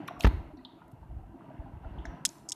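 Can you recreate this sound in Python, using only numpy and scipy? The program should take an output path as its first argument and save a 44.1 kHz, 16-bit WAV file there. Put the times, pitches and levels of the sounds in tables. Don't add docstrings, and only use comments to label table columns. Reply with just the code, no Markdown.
import sys
import numpy as np
from scipy import signal
from scipy.io import wavfile

SR = 44100
rng = np.random.default_rng(int(sys.argv[2]) if len(sys.argv) > 2 else 0)


def dump_mix(stems):
    frames = np.atleast_2d(stems).T
    limited = np.clip(frames, -1, 1)
    pcm = np.round(limited * 32767).astype(np.int16)
    wavfile.write(sys.argv[1], SR, pcm)


def linear_from_db(decibels):
    return 10 ** (np.asarray(decibels, float) / 20)


N = 112454


def rms_one(x):
    return x / np.sqrt(np.mean(x ** 2) + 1e-20)


def drift(rate):
    r = np.exp(-80 * np.pi * rate / SR)
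    white = rng.standard_normal(N // 40 + 2002)
    slow = signal.lfilter([1], [1, -2 * r, r * r], white)[2000:]
    return np.interp(np.arange(N) / 40, np.arange(len(slow)), rms_one(slow))


def peak(x, hz, width_hz):
    r = np.exp(-np.pi * width_hz / SR)
    top = np.array([1, 0, -1]) * (1 - r * r) / 2
    return signal.lfilter(top, [1, -2 * r * np.cos(2 * np.pi * hz / SR), r * r], x + 1e-18)


def band_pass(x, order, low_hz, high_hz):
    return signal.sosfilt(signal.butter(order, [low_hz, high_hz], "band", fs=SR, output="sos"), x)


def add(out, s, piece):
    i = int(s * SR)
    out[i:i + len(piece)] += piece[:N - i]


def struck(hz, t60, rise_s):
    t = np.arange(int(t60 * SR)) / SR
    return np.sin(2 * np.pi * hz * t) * (1 - np.exp(-t / rise_s)) * linear_from_db(-60 * t / t60)


# t/s, level/dB
DOWNPOUR = [(0.0, -43.5), (0.16, -50), (0.3, -41), (0.43, -49.5), (0.58, -56), (0.76, -56), (0.9, -56.5),
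            (1.16, -56.5), (1.31, -56), (1.43, -52), (1.55, -51.5), (1.68, -53), (1.79, -54.5), (1.87, -50),
            (1.95, -49.5), (2.1, -47.5), (2.32, -53.5), (2.55, -55)]
# f/Hz, level/dB (per Hz)
THROUGH_GLASS = [
    (60, -22),
    (140, 1),
    (300, -8.5),
    (500, -8),
    (900, -14),
    (2250, -25.5),
    (4200, -40.5),
    (6000, -59),
]
# f/Hz, width/Hz, level/dB
PANE_TONES = [
    (143.3, 96, 0),
    (270.4, 61, -0.5),
    (326.1, 32, -2),
    (690, 140, -3),
    (857, 28, -11.5),
    (960, 71, -6),
    (1284, 170, -14),
    (1555, 87, -16.5),
    (1942, 140, -21.5),
    (2763, 360, -19),
]
DROPS_PER_S, DROP_SPREAD_DB = 1100, 2.6
DRUM_DB, WASH_DB = -2, -4.5
BRIGHTENS = 0.24
DEAD_HZ, DEAD_WIDTH_HZ, DEAD_SHARE = 494, 109, 0.58


def rain():
    pour_db = np.interp(np.arange(N) / SR, *np.transpose(DOWNPOUR))
    swing_db = pour_db - pour_db.mean()
    drum, wash = 0, 0
    for hz, width_hz, db in PANE_TONES:
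        sizes = linear_from_db(DROP_SPREAD_DB * np.minimum(rng.exponential(1, N), 4)) * rng.choice([-1, 1], N)
        drops = sizes * (rng.random(N) < DROPS_PER_S * hz / 4000 / SR)
        ring = rms_one(peak(peak(drops, hz, width_hz), hz, 2 * width_hz))
        drum = drum + linear_from_db(db + BRIGHTENS * swing_db * (hz > 1200)) * ring
    edges = 70 * 2 ** np.arange(0, 6.6, .333)
    white = rng.standard_normal((2, N))
    points = np.array(THROUGH_GLASS)
    for k, (low, high) in enumerate(zip(edges, edges[1:])):
        band = band_pass(white[k % 2], 2, low, high)
        db = np.interp(np.log(low * high) / 2, np.log(points[:, 0]), points[:, 1])
        wash = wash + band * linear_from_db(db + 2.5 * drift(9) + BRIGHTENS * swing_db * (low > 1200))
    both = linear_from_db(DRUM_DB) * rms_one(drum) + linear_from_db(WASH_DB) * rms_one(wash)
    return linear_from_db(pour_db) * (both - DEAD_SHARE * peak(both, DEAD_HZ, DEAD_WIDTH_HZ))


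# t/s, level/dB (peak), f/Hz, ring t60/s
BIG_DROPS = [(.0005, -39, 291, 0.039), (0.0849, -35.5, 1115, 0.017), (.108, -39, 710, 0.031),
             (.165, -47.5, 1130, 0.026), (.200, -41.5, 687, 0.041), (0.2367, -35.5, 2084, 0.0086),
             (0.533, -48.5, 305, 0.071), (0.573, -48, 258.6, 0.13), (0.589, -64.5, 1960, 0.032),
             (.651, -57, 922, 0.039), (.817, -51, 960, 0.03), (0.815, -60, 1420, 0.036),
             (1.027, -58, 903, 0.058), (1.107, -54, 690, 0.034), (1.341, -47, 270, 0.11),
             (1.343, -56, 780, 0.033), (1.409, -48.5, 990, 0.0084), (1.504, -47, 634, 0.024),
             (1.657, -52, 801, 0.084), (1.834, -51.5, 780, 0.066), (1.846, -53.5, 1400, 0.023),
             (2.0535, -37, 1670, 0.0078), (2.052, -46, 680, 0.073),]
# t/s, level/dB (peak), f/Hz
PATTER_DROPS = [(0.501, -47.5, 614), (0.568, -50.5, 714), (0.684, -49.5, 926), (0.879, -54, 600),
                (0.905, -52, 673), (1.188, -48, 763), (1.233, -49, 756), (1.376, -50, 690),
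                (1.442, -44.5, 660), (1.461, -49, 947), (1.484, -47.5, 910), (1.547, -46, 706),
                (1.598, -45.5, 910), (1.614, -43.5, 653), (1.751, -49.5, 855), (1.852, -40, 661),
                (1.966, -50.5, 880), (2.134, -44, 693), (2.169, -45, 1015)]
PATTER_DB, PATTER_T60_S = -8.5, 0.05
TAP_OVERTONE, TAP_OVERTONE_DB = 1.25, -13.5


def taps():
    rows = BIG_DROPS + [(s, db + PATTER_DB, hz, PATTER_T60_S) for s, db, hz in PATTER_DROPS]
    out = np.zeros(N)
    for (s, db, hz, t60), chance in zip(rows, rng.uniform(1.0, 1.05, len(rows))):
        over = linear_from_db(TAP_OVERTONE_DB) * struck(hz * TAP_OVERTONE * chance, t60, t60 / 14)
        add(out, s, linear_from_db(db + 15) * (struck(hz, t60, t60 / 8) - over))
    return out


# t/s, level/dB (peak), f/Hz, burst t60/s, spray level/dB
SILL_SPLASHES = [(0.075, -58, 5630, 0.023, -17), (0.079, -57.5, 11140, 0.014, -45),
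                 (0.077, -48.5, 2480, 0.036, -15), (0.079, -52, 3610, 0.026, -18),
                 (0.08, -45, 1660, 0.017, -14), (0.206, -47.5, 6500, 0.007, -24),
                 (.198, -55, 5400, 0.024, -30), (0.2062, -43.5, 4000, 0.012, -13),
                 (0.2067, -39, 2910, 0.0075, -19), (.237, -46, 3200, 0.0065, -35),
                 (0.236, -48, 4900, 0.0099, -36), (0.570, -71.5, 4130, 0.028, -6),
                 (.570, -79, 5470, .012, -28), (.6485, -47.5, 3480, 0.022, -18),
                 (0.648, -56, 4160, 0.019, -17), (1.984, -61, 3187, 0.025, -8.5),
                 (2.0524, -55.5, 5760, 0.016, -18.5), (2.055, -66, 6700, 0.036, -24),
                 (2.053, -69, 7700, 0.0068, -30), (2.053, -71, 8600, 0.0056, -31),
                 (2.054, -62.5, 3600, 0.062, -22), (2.053, -69, 4600, .04, -21)]
SPRAY_WIDTHS = [
    800,
    600,
]
SPLASH_WIDTH_HZ, SPRAY_T60_S = 800, .5


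def splashes():
    out, t = np.zeros(N), np.arange(SR // 2) / SR
    for s, db, hz, t60, spray_db in SILL_SPLASHES:
        white = rng.standard_normal((2, len(t)))
        burst = white[0] * linear_from_db(-60 * t / t60) * (1 - np.exp(-t * 10 / t60))
        burst = band_pass(burst, 3, hz - SPLASH_WIDTH_HZ / 2, hz + SPLASH_WIDTH_HZ / 2)
        width_hz = SPRAY_WIDTHS[int(hz > 5000)]
        spray = rms_one(band_pass(white[1], 3, hz - width_hz / 2, hz + width_hz / 2))
        spray = spray * linear_from_db(spray_db - 60 * t / SPRAY_T60_S)
        add(out, s, linear_from_db(db + 10.0) * (burst / np.abs(burst).max() + spray / 2))
    return out


# t/s, level/dB
KNOCK_BLOWS = [
    (.2458, -13),
    (.2676, -18),
]
# f/Hz, level/dB, t60/s
KNOCK_TONES = [
    (81, 0, 0.059),
    (174, -6, 0.052),
    (270, -15.5, 0.094),
    (377, -14.5, 0.058),
    (859, -10.5, 0.041),
    (1270, -12.5, 0.025),
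    (1936, -18, 0.032),
]
# t/s, length/s, level/dB
KNOCK_GRIT = [
    (0.2461, 0.01166, -28.5),
    (0.263, 0.0158, -39),
]
GRIT_HZ, GRIT_TOP_HZ = 2560, 6500
SWING_S, SWING_HZ, SWING_DB = .2397, 55, -11.5
SWING_RISE_S, SWING_LENGTH_S = .012, .047


def knock():
    out = np.zeros(N)
    for k, (s, db) in enumerate(KNOCK_BLOWS):
        for hz, level_db, t60 in KNOCK_TONES:
            t = np.arange(int(t60 * SR)) / SR
            rise_s = 0.0003 + 0.0003 * k
            swing = -np.cos(2 * np.pi * hz * t) * (1 - np.exp(-t / rise_s))
            add(out, s, linear_from_db(db + level_db + 3.5) * swing * linear_from_db(-60 * t / t60))
    for s, length, db in KNOCK_GRIT:
        n = int(length * SR)
        grains = rng.standard_normal(SR) * linear_from_db(4.7 * np.minimum(rng.exponential(1, SR), 3))
        dull = rms_one(band_pass(grains, 2, 750, GRIT_HZ))
        dull = signal.sosfilt(signal.butter(6, GRIT_TOP_HZ, fs=SR, output="sos"), dull)
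        add(out, s, linear_from_db(db) * signal.windows.tukey(n, .15) * dull[:n])
    t = np.arange(int(2 * SWING_LENGTH_S * SR)) / SR
    shape = (1 - np.exp(-(t / SWING_RISE_S) ** 2)) * np.exp(-(t / SWING_LENGTH_S) ** 3)
    add(out, SWING_S, -linear_from_db(SWING_DB) * np.sin(2 * np.pi * SWING_HZ * t) * shape)
    return out


# t/s, level/dB (peak), hollow part level/dB
SHELL_CLICKS = [(2.2495, -50, -8), (2.2514, -15, -6), (2.2520, -13, -3), (2.2549, -21, -12),
                (2.2557, -15, -5), (2.2574, -21, -12), (2.2825, -43, -24), (2.2902, -33, -24),
                (2.2923, -37, -14), (2.319, -52, -24), (2.384, -52, -20), (2.4862, -46, -26),
                (2.4892, -26, -25), (2.4912, -27, -25), (2.4968, -25, -26), (2.4995, -34, -22),
                (2.5037, -39, -26), (2.5065, -33, -28), (2.5190, -26, -16), (2.5201, -21, -7),
                (2.5213, -24, -8)]
# t/s, first level/dB, gap/s, loss/dB per touch
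SHELL_RATTLES = [
    (2.2593, -20, .00108, 1.7),
    (2.5228, -27, .0012, 1.8),
]
# f/Hz, level/dB
SHELL_TONES = [
    (5200, -4.5),
    (5800, -11.5),
    (6600, -0.5),
    (8100, -0.5),
    (10600, -5.5),
    (13500, -13.5),
]
SHELL_Q = 6.5
SOFT_DULLS = .8
HOLLOW_HZ, HOLLOW_WIDTH_HZ, HOLLOW_LAG_S = 3400, 850, .0008


def shell():
    rows = list(SHELL_CLICKS)
    for s, db, gap, loss_db in SHELL_RATTLES:
        for k in range(7):
            rows.append((s + gap * k * rng.uniform(.98, 1.02), db - loss_db * k, -12))
    s, db, hollow_db = np.transpose(rows)
    softer_db = db - db.max()
    out, bare = 0, np.zeros(N)
    at = (s * SR).astype(int)
    bare[at] = linear_from_db(db) * rng.choice([-1, 1], len(s))
    deep_db = 2 * hollow_db - 5.5 + 0.61 * softer_db
    tones = [(HOLLOW_HZ, HOLLOW_WIDTH_HZ, hollow_db), (HOLLOW_HZ / 2, HOLLOW_WIDTH_HZ, deep_db)]
    tones += [(hz, hz / SHELL_Q, d) for hz, d in SHELL_TONES]
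    for k, (hz, width_hz, level_db) in enumerate(tones):
        clicks = np.zeros(N)
        dull_db = SOFT_DULLS * softer_db * max(np.log2(hz / 6000), 0)
        strength = linear_from_db(db + level_db + dull_db + rng.normal(0, 1.5, len(s)))
        late = HOLLOW_LAG_S * (k == 0)
        clicks[((s + late) * SR).astype(int)] = strength * np.sign(bare[at]) * (-1) ** k
        out = out + peak(peak(clicks, hz, width_hz), hz, width_hz) * SR / (3 * width_hz)
    return out, peak(bare, 4000, 12000) * 4


# t/s, length/s, level/dB
FINGER_SLIDES = [(0.192, .011, -59), (0.206, .005, -45), (0.211, .039, -54), (0.246, .014, -65),
                 (0.2614, .003, -55), (0.263, .011, -61), (0.2732, 0.0033, -52), (0.277, 0.0065, -69),
                 (0.076, .008, -57), (0.879, 0.0073, -70.5), (0.914, 0.011, -70), (2.053, 0.0033, -71)]


def slides():
    out = np.zeros(N)
    for s, length, db in FINGER_SLIDES:
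        n = int(length * SR)
        add(out, s, linear_from_db(db) * signal.windows.tukey(n, .3) * rng.standard_normal(n))
    return signal.lfilter([1, -.8], [1], out * linear_from_db(3.0 * drift(150)))


# t/s, level/dB (peak), f/Hz, length/s
HAND_BUMPS = [(0.329, -28, 74, 0.05), (0.362, -30, 49, 0.039), (0.46, -42, 56, 0.016),
              (.525, -43, 50.7, 0.024), (1.43, -51, 132, 0.023), (1.48, -48, 134, 0.035),
              (0.931, -41.5, 121, 0.027), (1.034, -47, 73, 0.022), (1.162, -32, 70, 0.023),
              (1.22, -40, 49, 0.048), (1.591, -30.5, 57.5, 0.024), (1.644, -38.5, 131, 0.014),
              (1.658, -43, 55, 0.038), (1.189, -40, 91, 0.014), (0.167, -47, 50.3, .04),
              (1.735, -35, 91, 0.013), (1.762, -40, 79.4, 0.032), (1.855, -31, 51.3, 0.026),
              (1.91, -34, 66, 0.029), (1.955, -37.5, 108, 0.014), (1.979, -34, 60, 0.051),
              (2.068, -36, 48, 0.04)]
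# t/s, level/dB
HAND_RUMBLE = [(0, -71), (.08, -83), (.17, -60), (.4, -44), (.48, -54), (.62, -65), (.72, -70.5),
               (.9, -64.5), (1.14, -53), (1.3, -56), (1.4, -71), (1.5, -69), (1.75, -48.5), (2.1, -52.5),
               (2.2, -66), (2.33, -74), (2.45, -75.5), (2.55, -64.5)]
RUMBLE_DB, RUMBLE_HZ = 0, 50


def bumps():
    white = rng.standard_normal(N)
    rumble = rms_one(peak(peak(white, RUMBLE_HZ, 50.0), RUMBLE_HZ, 66.0))
    hand_db = np.interp(np.arange(N) / SR, *np.transpose(HAND_RUMBLE))
    out = linear_from_db(RUMBLE_DB + hand_db + 4.4 * drift(8)) * rumble
    for s, db, hz, length in HAND_BUMPS:
        t = np.arange(int(2 * length * SR)) / (length * SR)
        shape = 6 * t * np.exp(-(2.88 * t) ** 1.6 - .3)
        add(out, s, linear_from_db(db + 5.5) * np.sin(2 * np.pi * hz * length * t) * shape)
    return out


ROOM_T60_S, ROOM_HIGH_T60_S, ROOM_SPLIT_HZ = .62, .6, 6000


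def room(x):
    t = np.arange(SR) / SR
    white = rng.standard_normal(SR)
    low = signal.sosfilt(signal.butter(1, ROOM_SPLIT_HZ, fs=SR, output="sos"), white)
    tail = low * linear_from_db(-60 * t / ROOM_T60_S) + (white - low) * linear_from_db(-60 * t / ROOM_HIGH_T60_S)
    tail = tail * (1 - np.exp(-t / .006))
    return signal.fftconvolve(x, tail / np.sqrt(np.sum(tail ** 2)))[:N]


TAP_WET_DB, KNOCK_WET_DB, CLICK_WET_DB, SLIDE_WET_DB = -7, -21, -23, -14.5


def scene():
    tap, blow, slide = taps(), knock(), slides()
    click, touch = shell()
    to_room = linear_from_db(TAP_WET_DB) * tap + linear_from_db(SLIDE_WET_DB) * slide + linear_from_db(CLICK_WET_DB) * touch
    to_room = to_room + linear_from_db(KNOCK_WET_DB) * np.diff(blow, prepend=0)
    return (rain() + tap + splashes() + blow + click + slide + bumps() + room(to_room))[None]


def roll_off(x):
    return signal.sosfilt(signal.butter(12, 15210, fs=SR, output="sos"), x)


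HISS_DB, HISS_TILT, HISS_TOP_HZ, CUTOFF_HZ = -84, 0.18, 14500, 15600


def record(dry):
    hiss = linear_from_db(HISS_DB + 3) * signal.lfilter([1, -HISS_TILT], [1], rng.standard_normal(dry.shape))
    hiss = signal.sosfilt(signal.cheby2(12, 40, HISS_TOP_HZ, fs=SR, output="sos"), hiss)
    cut = signal.sosfilt(signal.cheby2(6, 40, CUTOFF_HZ, fs=SR, output="sos"), dry) + hiss
    bass_cut = signal.butter(2, 26, "high", fs=SR, output="sos").repeat(2, axis=0)
    return roll_off(signal.sosfilt(bass_cut, cut))


dry = scene()
out = record(dry)
dump_mix(out)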